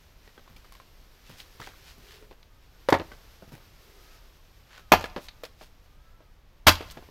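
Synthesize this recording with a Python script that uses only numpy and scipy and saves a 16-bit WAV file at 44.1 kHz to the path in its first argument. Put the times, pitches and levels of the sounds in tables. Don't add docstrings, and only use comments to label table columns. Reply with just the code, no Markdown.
import sys
import numpy as np
from scipy import signal
from scipy.fft import rfft, irfft, next_fast_len
from scipy.io import wavfile
from scipy.ndimage import map_coordinates

SR = 44100
rng = np.random.default_rng(int(sys.argv[2]) if len(sys.argv) > 2 else 0)


def wav_out(sig):
    wavfile.write(sys.argv[1], SR, np.round(np.clip(np.atleast_2d(sig).T, -1, 1) * 32767).astype(np.int16))


N = 313110

# (time [s], thud drive [dB], knock drive [dB], knock pitch [Hz])
HEAVY_BLOWS = [(2.8876, -44, -8, 540), (2.9244, -32.5, -16, 332), (4.9183, -25.5, -7.5, 606),
               (6.6668, -20, -19, 904)]
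# (frequency [Hz], density [dB per Hz])
GRIT_COLOUR = [(80, -0.5), (500, 1.5), (5000, -8), (9000, -15), (13000, -9.5), (16000, -11.5)]


def amp(db):
    return 10 ** (np.asarray(db) / 20)


def unit(x):
    return x / np.sqrt(np.mean(x ** 2) + 1e-20)


def along(points, hz):
    f, v = np.transpose(points)
    return np.interp(np.log(hz + 1), np.log(f + 1), v)


def wobble(rate):
    knots = rng.standard_normal(int(N * rate / SR) + 4)
    return map_coordinates(knots, [np.arange(N) * rate / SR])


def swell(s, rise, fall):
    t = np.arange(N) / SR - s
    return np.exp(-.5 * (t / np.where(t < 0, rise, fall)) ** 2)


def filtered(x, response):
    m = next_fast_len(len(x) + SR // 4)
    return irfft(rfft(x, m) * response(np.fft.rfftfreq(m, 1 / SR)), m)[:len(x)]


def noise(colour_db, size=N):
    return unit(filtered(rng.standard_normal(size), lambda hz: amp(colour_db(hz))))


def add(track, s, sound):
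    part = track[max(round(s * SR), 0):][:len(sound)]
    part += sound[:len(part)]


def body(spectrum, tilt_db=0, size=2048):
    hz = np.fft.rfftfreq(size, 1 / SR)
    octaves = np.log2(np.maximum(hz, 100) / 1000)
    level_db = np.maximum(along(spectrum, hz), -70) + tilt_db * octaves
    cepstrum = irfft(np.log(amp(level_db)))
    cepstrum[1:size // 2] *= 2
    cepstrum[size // 2 + 1:] = 0
    response = irfft(np.exp(rfft(cepstrum)))
    return response / np.linalg.norm(response)


def fade(t60):
    return np.exp(-np.log(1000) * np.arange(SR // 2) / SR / max(t60, .003))


def ring(modes, scatter_db=-0.1, attack=.0005):
    t = np.arange(SR // 2) / SR
    total = np.zeros(len(t))
    for hz, db, t60 in modes:
        strength = amp(db + scatter_db * rng.normal())
        total += strength * fade(t60) * np.sin(2 * np.pi * (hz * t + rng.random()))
    return (1 - np.exp(-t / attack)) * total


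def crack(response, t60, spiky_db, push_db=-6):
    strengths = np.repeat(rng.standard_normal(SR // 2), 16)[:SR // 2]
    snaps = rng.standard_normal(SR // 2) * amp(spiky_db * strengths)
    force = snaps * fade(t60)
    force /= np.linalg.norm(force)
    push = np.hanning(32)
    add(force, 0, amp(push_db) * push / push.sum())
    sound = signal.fftconvolve(force, response)[:SR // 2]
    return sound * np.linalg.norm(fade(t60)) / np.linalg.norm(sound)


def split(stages, colour, modes, ringing, spiky_db, push_db):
    out, response = np.zeros(N), body(colour)
    for s, db, t60 in stages:
        add(out, s, amp(db) * crack(response, t60, spiky_db, push_db))
    ring_s, ring_db = ringing
    add(out, ring_s, amp(ring_db) * ring(modes))
    return out


def axe():
    # (time [s], level [dB], decay t60 [s])
    first_split = [(4.9198, -3.5, 0.042), (4.9275, -12.5, 0.088), (4.9325, -7, .06), (4.9385, -14, 0.079)]
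    second_split = [(6.6662, -33, .02), (6.6688, -7.5, 0.068), (6.674, -8.5, 0.074), (6.6825, -8, 0.069),
                    (6.6895, -13.5, 0.084)]
    # (frequency [Hz], density [dB per Hz])
    thick_colour = [(60, -12.5), (130, -12.5), (240, -2.5), (430, -6), (720, 1), (1000, -1), (1550, -11),
                    (1900, -8), (3000, -13), (4700, -17), (6500, -25), (9000, -37), (13000, -22.5),
                    (16000, -41)]
    thin_colour = [(60, -13.5), (170, -2), (300, -1.5), (390, -11), (520, -1), (1000, 0), (2200, -3),
                   (2900, -3), (4800, -6.5), (6500, -12), (8800, -21), (12500, -12.5), (16000, -24.5)]
    # (frequency [Hz], level [dB], decay t60 [s])
    thick_modes = [(228, -4, .11), (324, -1, 0.11), (559, -9.5, .1), (644, -4.5, 0.09), (740, -6, 0.086),
                   (854, -2, 0.14), (1007, 1.5, 0.12), (1190, -8.5, 0.087), (1373, -7.5, 0.2),
                   (1660, -8, .09), (2170, -12, 0.076), (2530, -5, 0.17), (3070, -13, 0.21),
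                   (3620, -15, .11), (4400, -10, .09), (5580, -13.5, .1)]
    thin_modes = [(888, -2, .09), (1035, 7, 0.082), (1192, -1.5, 0.076), (1577, -4, 0.12),
                  (1795, 2.5, 0.082), (2135, -2.5, 0.099), (2340, -10, 0.15), (2610, 6, 0.064),
                  (3050, -8, 0.1), (3250, -16, 0.09), (3600, -15, 0.096), (4090, -10, .08), (4240, -9, .09),
                  (4720, -2, 0.087), (5490, -13, .11)]
    steel_modes = [(1210, -1.5, .4), (2700, -2, .45), (2920, 0, .45), (3280, -8.5, 0.37), (4620, -5.5, .3),
                   (4818, 1.5, .33), (4800, -1, .3)]
    # (time [s], level [dB])
    head_free = [(4.922, -44), (6.673, -40.5)]
    # (time [s], level [dB])
    out = split(first_split, thick_colour, thick_modes, ringing=(4.9215, -18.5), spiky_db=5.0, push_db=-1.5)
    out += split(second_split, thin_colour, thin_modes, ringing=(6.6815, -18.5), spiky_db=3.5, push_db=-6.0)
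    for s, db in head_free:
        add(out, s, amp(db) * ring(steel_modes))
    return out


def thuds():
    # (frequency [Hz], level [dB], decay t60 [s])
    block_modes = [(85.6, 1, 0.27), (107, -9.5, .25), (57.84, -15, .3)]
    out = np.zeros(N)
    for s, thud_db, knock_db, hz in HEAVY_BLOWS:
        add(out, s, amp(knock_db) * ring([(hz, 3, .035)], scatter_db=.5, attack=0.0018))
        add(out, s, amp(thud_db) * ring(block_modes, scatter_db=2.0, attack=.004))
    return out


def tossed_round():
    # (time [s], level [dB], decay t60 [s], tilt [dB per octave])
    landing_hits = [(2.8871, -18.5, 0.057, 2), (2.902, -28.5, 0.051, 7.5), (2.9246, -10, 0.041, -1.5),
                    (2.9274, -8.5, 0.042, 0.5), (2.9396, -16, 0.085, 0.5)]
    # (frequency [Hz], density [dB per Hz])
    round_colour = [(60, -19.5), (160, -9), (290, -1), (420, -5), (600, -3), (900, 0.5), (1500, -9.5),
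                    (1950, -7.5), (2600, -18.5), (4200, -23), (6500, -32.5), (9000, -43), (13000, -38.5),
                    (16000, -53)]
    # (frequency [Hz], level [dB], decay t60 [s])
    round_modes = [(276, -6, 0.11), (333, -9, .1), (558, 4, 0.08), (910, 10.5, 0.039), (1380, -14, 0.13),
                   (1696, -4, 0.12), (2100, -12.5, .12), (2285, -12, 0.099), (3170, -18, .08)]
    out = np.zeros(N)
    for s, db, t60, tilt_db in landing_hits:
        add(out, s, amp(db) * crack(body(round_colour, tilt_db), t60, spiky_db=4.5, push_db=1.5))
    ring_s, ring_db = 2.9262, -19.5
    add(out, ring_s, amp(ring_db) * ring(round_modes))
    return out


def billets():
    # (time [s], level [dB], ring pitch [Hz], tilt [dB per octave])
    piece_knocks = [(.276, -51.5, 1890, 0), (.378, -45.5, 1545, -2.5), (.477, -53, 1090, 0),
                    (.564, -50, 2340, 3.5), (.645, -52.5, 1220, 1.5), (.722, -48.5, 1085, 4),
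                    (.751, -50, 1070, 2), (.8, -49, 1056, 0.5), (1.6, -41, 940, -2.5),
                    (1.673, -40.5, 767, -0.5), (2.225, -51, 420, -1.5), (2.311, -46, 402, -2.5),
                    (2.998, -29.5, 341, -5), (3.002, -35, 1247, -5), (3.1173, -42, 1525, -1),
                    (3.423, -43, 670, -6), (4.778, -46, 1490, 1.5), (5.009, -36, 553, 1.5),
                    (5.0413, -27.5, 1690, 0), (5.163, -28, 510, -3), (5.435, -35.5, 475, 2),
                    (5.611, -43.5, 633, -1.5), (6.205, -53.5, 640, -4), (6.807, -32.5, 452, -2),
                    (6.9708, -37, 658, -3.5), (7.0243, -48.5, 710, -3.5), (7.088, -47.5, 442, -4.5)]
    # (frequency [Hz], density [dB per Hz])
    bark_colour = [(60, -17.5), (200, -2), (500, 3.5), (1500, -3), (4500, -9.5), (9000, -26),
                   (13000, -24.5), (16000, -30)]
    clack_t60_1k, low_rings_longer = .058, .2
    ring_over_clack_db = 2
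    slap_delay, slap_db, slap_tilt_db = .016, -7.5, 1
    out = np.zeros(N)
    for s, db, hz, tilt_db in piece_knocks:
        t60 = clack_t60_1k * (1000 / hz) ** low_rings_longer
        tone = ring([(hz, 0, t60 * .7), (hz * 1.31, -7, t60 * 0.5), (hz * 2.13, -8, t60 * .45)])
        clack = crack(body(bark_colour, tilt_db), t60, spiky_db=6.5)
        slap = crack(body(bark_colour, tilt_db + slap_tilt_db), t60, spiky_db=2.5)
        add(out, s, amp(db) * (clack + amp(ring_over_clack_db) * tone))
        add(out, s + slap_delay, amp(db + slap_db) * slap)
    return out


def splinters():
    # (time [s], level [dB])
    splinter_ticks = [(1.402, -38.5), (2.428, -51), (5.099, -49), (5.2851, -36), (5.29, -43.5),
                      (5.451, -39), (6.755, -33), (6.901, -42)]
    # (frequency [Hz], density [dB per Hz])
    splinter_colour = [(300, -21.5), (1500, -4.5), (3200, -1.5), (4400, 1), (6000, -9), (8000, -27),
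                       (13000, -28), (16000, -32)]
    out, response = np.zeros(N), body(splinter_colour)
    for s, db in splinter_ticks:
        add(out, s, amp(db) * crack(response, t60=0.031, spiky_db=2.5))
    return out


def debris(per_second=260, size_db=4, tilt_db=-3.0):
    # (start time [s], reference level [dB], decay t60 [s])
    chip_showers = [(.45, -56.5, 1.25), (1.61, -36.5, 0.45), (2.945, -36, 0.26), (4.95, -33, .34),
                    (6.7, -27.5, 0.37)]
    out, t = np.zeros(N), np.arange(400) / SR
    for s, db, t60 in chip_showers:
        delay = rng.uniform(0, t60, max(int(per_second * t60), 1))
        hz = np.clip(2300 * np.exp(.6 * rng.standard_normal(len(delay))), 850, 7000)
        chip_size = np.minimum(rng.exponential(size=len(delay)), 2.5)
        gains = amp(size_db * chip_size - size_db + tilt_db * np.log2(2300 / hz) / 2)
        for late, f, gain in zip(delay, hz, gains):
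            chip = np.sin(2 * np.pi * f * t) * np.exp(-f * t / 3.1)
            dying = np.exp(-np.log(1000) * late / t60)
            add(out, s + late, amp(db) * gain * dying * chip)
    return out


def steps():
    # (time [s], level [dB])
    footfalls = [(.28, -61), (.5, -52.5), (.56, -57), (1.0, -62), (1.295, -44.5), (1.598, -45),
                 (1.98, -53.5), (3.478, -50.5), (3.52, -42.5)]
    grit_db, grit_t60 = -5.5, 0.24
    earth = body([(40, -15), (100, 1.5), (170, -1.0), (400, -12.0), (1200, -38), (8000, -55)])
    grit = body(GRIT_COLOUR, tilt_db=-1.0)
    out = np.zeros(N)
    for s, db in footfalls:
        add(out, s, amp(db) * crack(earth, t60=0.16, spiky_db=3.5))
        add(out, s, amp(db + grit_db) * crack(grit, grit_t60, spiky_db=6.5, push_db=-11))
    return out


def scuffs(grain_db=3.0, focus_db=3.0):
    # (peak time [s], level [dB], Gaussian width [s], focus frequency [Hz])
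    scrapes = [(1.312, -56, 0.051, 3460), (1.401, -49.5, 0.017, 4230), (1.649, -51, 0.029, 3520),
               (1.888, -53.5, 0.034, 3500), (2.124, -53.5, 0.05, 3100), (3.541, -58.5, .025, 1490),
               (4.754, -53, 0.036, 2250), (5.24, -54.5, 0.029, 5000), (5.632, -56, .028, 4450),
               (6.916, -45.5, 0.0067, 6500)]
    out, t = np.zeros(N), np.arange(SR // 2) / SR
    middle = t.mean()
    for s, db, width, focus_hz in scrapes:
        focus = lambda hz: focus_db * np.log2((hz + 1) / focus_hz) ** 2
        hiss = noise(lambda hz: along(GRIT_COLOUR, hz) - focus(hz), size=len(t))
        grains = unit(amp(grain_db * wobble(700)[:len(t)]))
        envelope = np.exp(-.5 * ((t - middle) / width) ** 2)
        add(out, s - middle, amp(db) * hiss * grains * envelope)
    return out


def yard(x, near_db, near_t60, far_db):
    # (frequency [Hz], t60 [s])
    tree_decay = [(80, 0.65), (300, 0.6), (1000, .85), (3000, 0.77), (8000, 0.47), (15000, 0.33)]
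    hz, t, z = signal.stft(rng.standard_normal(SR), SR, nperseg=256)
    decay = np.exp(-np.log(1000) * t / along(tree_decay, hz)[:, None])
    far = signal.istft(z * decay, SR, nperseg=256)[1]
    near = rng.standard_normal(SR // 2) * fade(near_t60)

    def echo(tail):
        late = np.pad(tail / np.linalg.norm(tail), (round(.012 * SR), 0))
        return signal.fftconvolve(x, late)[:N]

    return amp(near_db) * echo(near) + amp(far_db) * echo(far)


def rustle():
    # (time [s], treble level [dB])
    rustle_level = [(0.0, -64.5), (1.2, -64.5), (1.48, -59.5), (2.02, -60.5), (2.33, -69), (2.61, -69),
                    (2.95, -62), (3.08, -60), (3.52, -63), (4.13, -60.5), (4.37, -65.5), (4.98, -66),
                    (5.1, -62), (5.42, -66.5), (6.37, -73.5), (6.7, -74.5), (6.82, -57), (7.1, -64.5)]
    # (frequency [Hz], density [dB per Hz])
    leaf_colour = [(120, -36), (200, -9), (350, -2), (560, -4), (820, -8), (1200, -6), (2800, -7),
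                   (5400, -8.5), (8400, -19), (10800, -19), (13000, -12), (16000, -24)]
    whole_over_treble_db, flutter_db = 2, 0.9
    s, treble_db = np.transpose(rustle_level)
    level_db = np.interp(np.arange(N) / SR, s, treble_db) + whole_over_treble_db
    return amp(level_db + flutter_db * wobble(28)) * noise(lambda hz: along(leaf_colour, hz))


def rubs():
    # (peak time [s], level [dB], Gaussian width [s])
    rub_strokes = [(2.164, -60, 0.091), (3.93, -64, 0.099)]
    strokes = sum(amp(db) * swell(s, width, width) for s, db, width in rub_strokes)
    hollow = [(200, -55.0), (340, -17), (385, -2.5), (440, -3.5), (500, -14), (1000, -33)]
    return strokes * noise(lambda hz: along(hollow, hz))


def rumble():
    steady_db = -57.5
    shake_db, shake_t60 = -17, 1.2
    t, shake = np.arange(N) / SR, 0
    for s, thud_db, _, _ in HEAVY_BLOWS:
        dying = np.exp(-np.log(1000) * np.abs(t - s) / shake_t60)
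        shake = shake + (t > s) * amp(thud_db + shake_db) * dying
    low = [(10, -8.5), (28, 2), (85, -5.5), (150, -14.0), (400, -34), (2000, -83)]
    return np.hypot(amp(steady_db), shake) * noise(lambda hz: along(low, hz))


def still_air():
    # (frequency [Hz], density [dB per Hz])
    air_colour = [(12, -30.5), (20, 1.5), (44, -4.5), (146, -24), (270, -24.5), (319, -26), (472, -24.5),
                  (1090, -28.5), (1260, -31), (1710, -32), (3740, -37), (9140, -54.5), (14300, -47.5),
                  (16000, -51.5)]
    return amp(-58.0) * noise(lambda hz: along(air_colour, hz))


def far_engine():
    # (peak time [s], top base pitch [Hz], level [dB], rise width [s])
    engine_revs = [(2.62, 314, -70.5, 0.17), (3.55, 320.5, -66, .1), (4.12, 322.7, -64.5, 0.17),
                   (4.8, 330, -65.5, .12), (5.36, 299.7, -68.5, .12), (6.14, 333.5, -68, .2)]
    # (multiple of the base pitch, level [dB])
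    harmonics = [(3, -5.5), (4, 0.5), (5, -3.5)]
    idle_hz, fall_over_rise = 265, .8
    louder_with_throttle = 0.7
    hz, gain = idle_hz, 0
    for s, top_hz, db, rise in engine_revs:
        throttle = swell(s, rise, rise * fall_over_rise)
        hz = hz + (top_hz - idle_hz) * throttle
        gain = gain + amp(db) * throttle ** louder_with_throttle
    phase = 2 * np.pi * np.cumsum(hz * (1 + 0.0042 * wobble(40))) / SR
    total = 0
    for multiple, db in harmonics:
        paths = unit(wobble(25)) + 1j * unit(wobble(25))
        total = total + amp(db) * np.real(paths * np.exp(1j * round(multiple) * phase)) / 2
    return gain * total


def scene():
    blows = axe() + thuds() + billets() + splinters() + debris() + steps() + scuffs()
    landing = tossed_round()
    echoes = yard(blows, near_db=-15.5, near_t60=.2, far_db=-29.0)
    echoes += yard(landing, near_db=-15.5, near_t60=0.18, far_db=-31.5)
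    background = rustle() + rubs() + rumble() + still_air()
    return blows + landing + echoes + background + far_engine()


def record(dry):
    ceiling, top_hz = .96, 15900
    squashed = dry / (1 + np.abs(dry / ceiling) ** 8) ** (1 / 8)
    return filtered(squashed, lambda hz: 1 / (1 + (hz / top_hz) ** 160))


dry = scene()
out = record(dry)
wav_out(out)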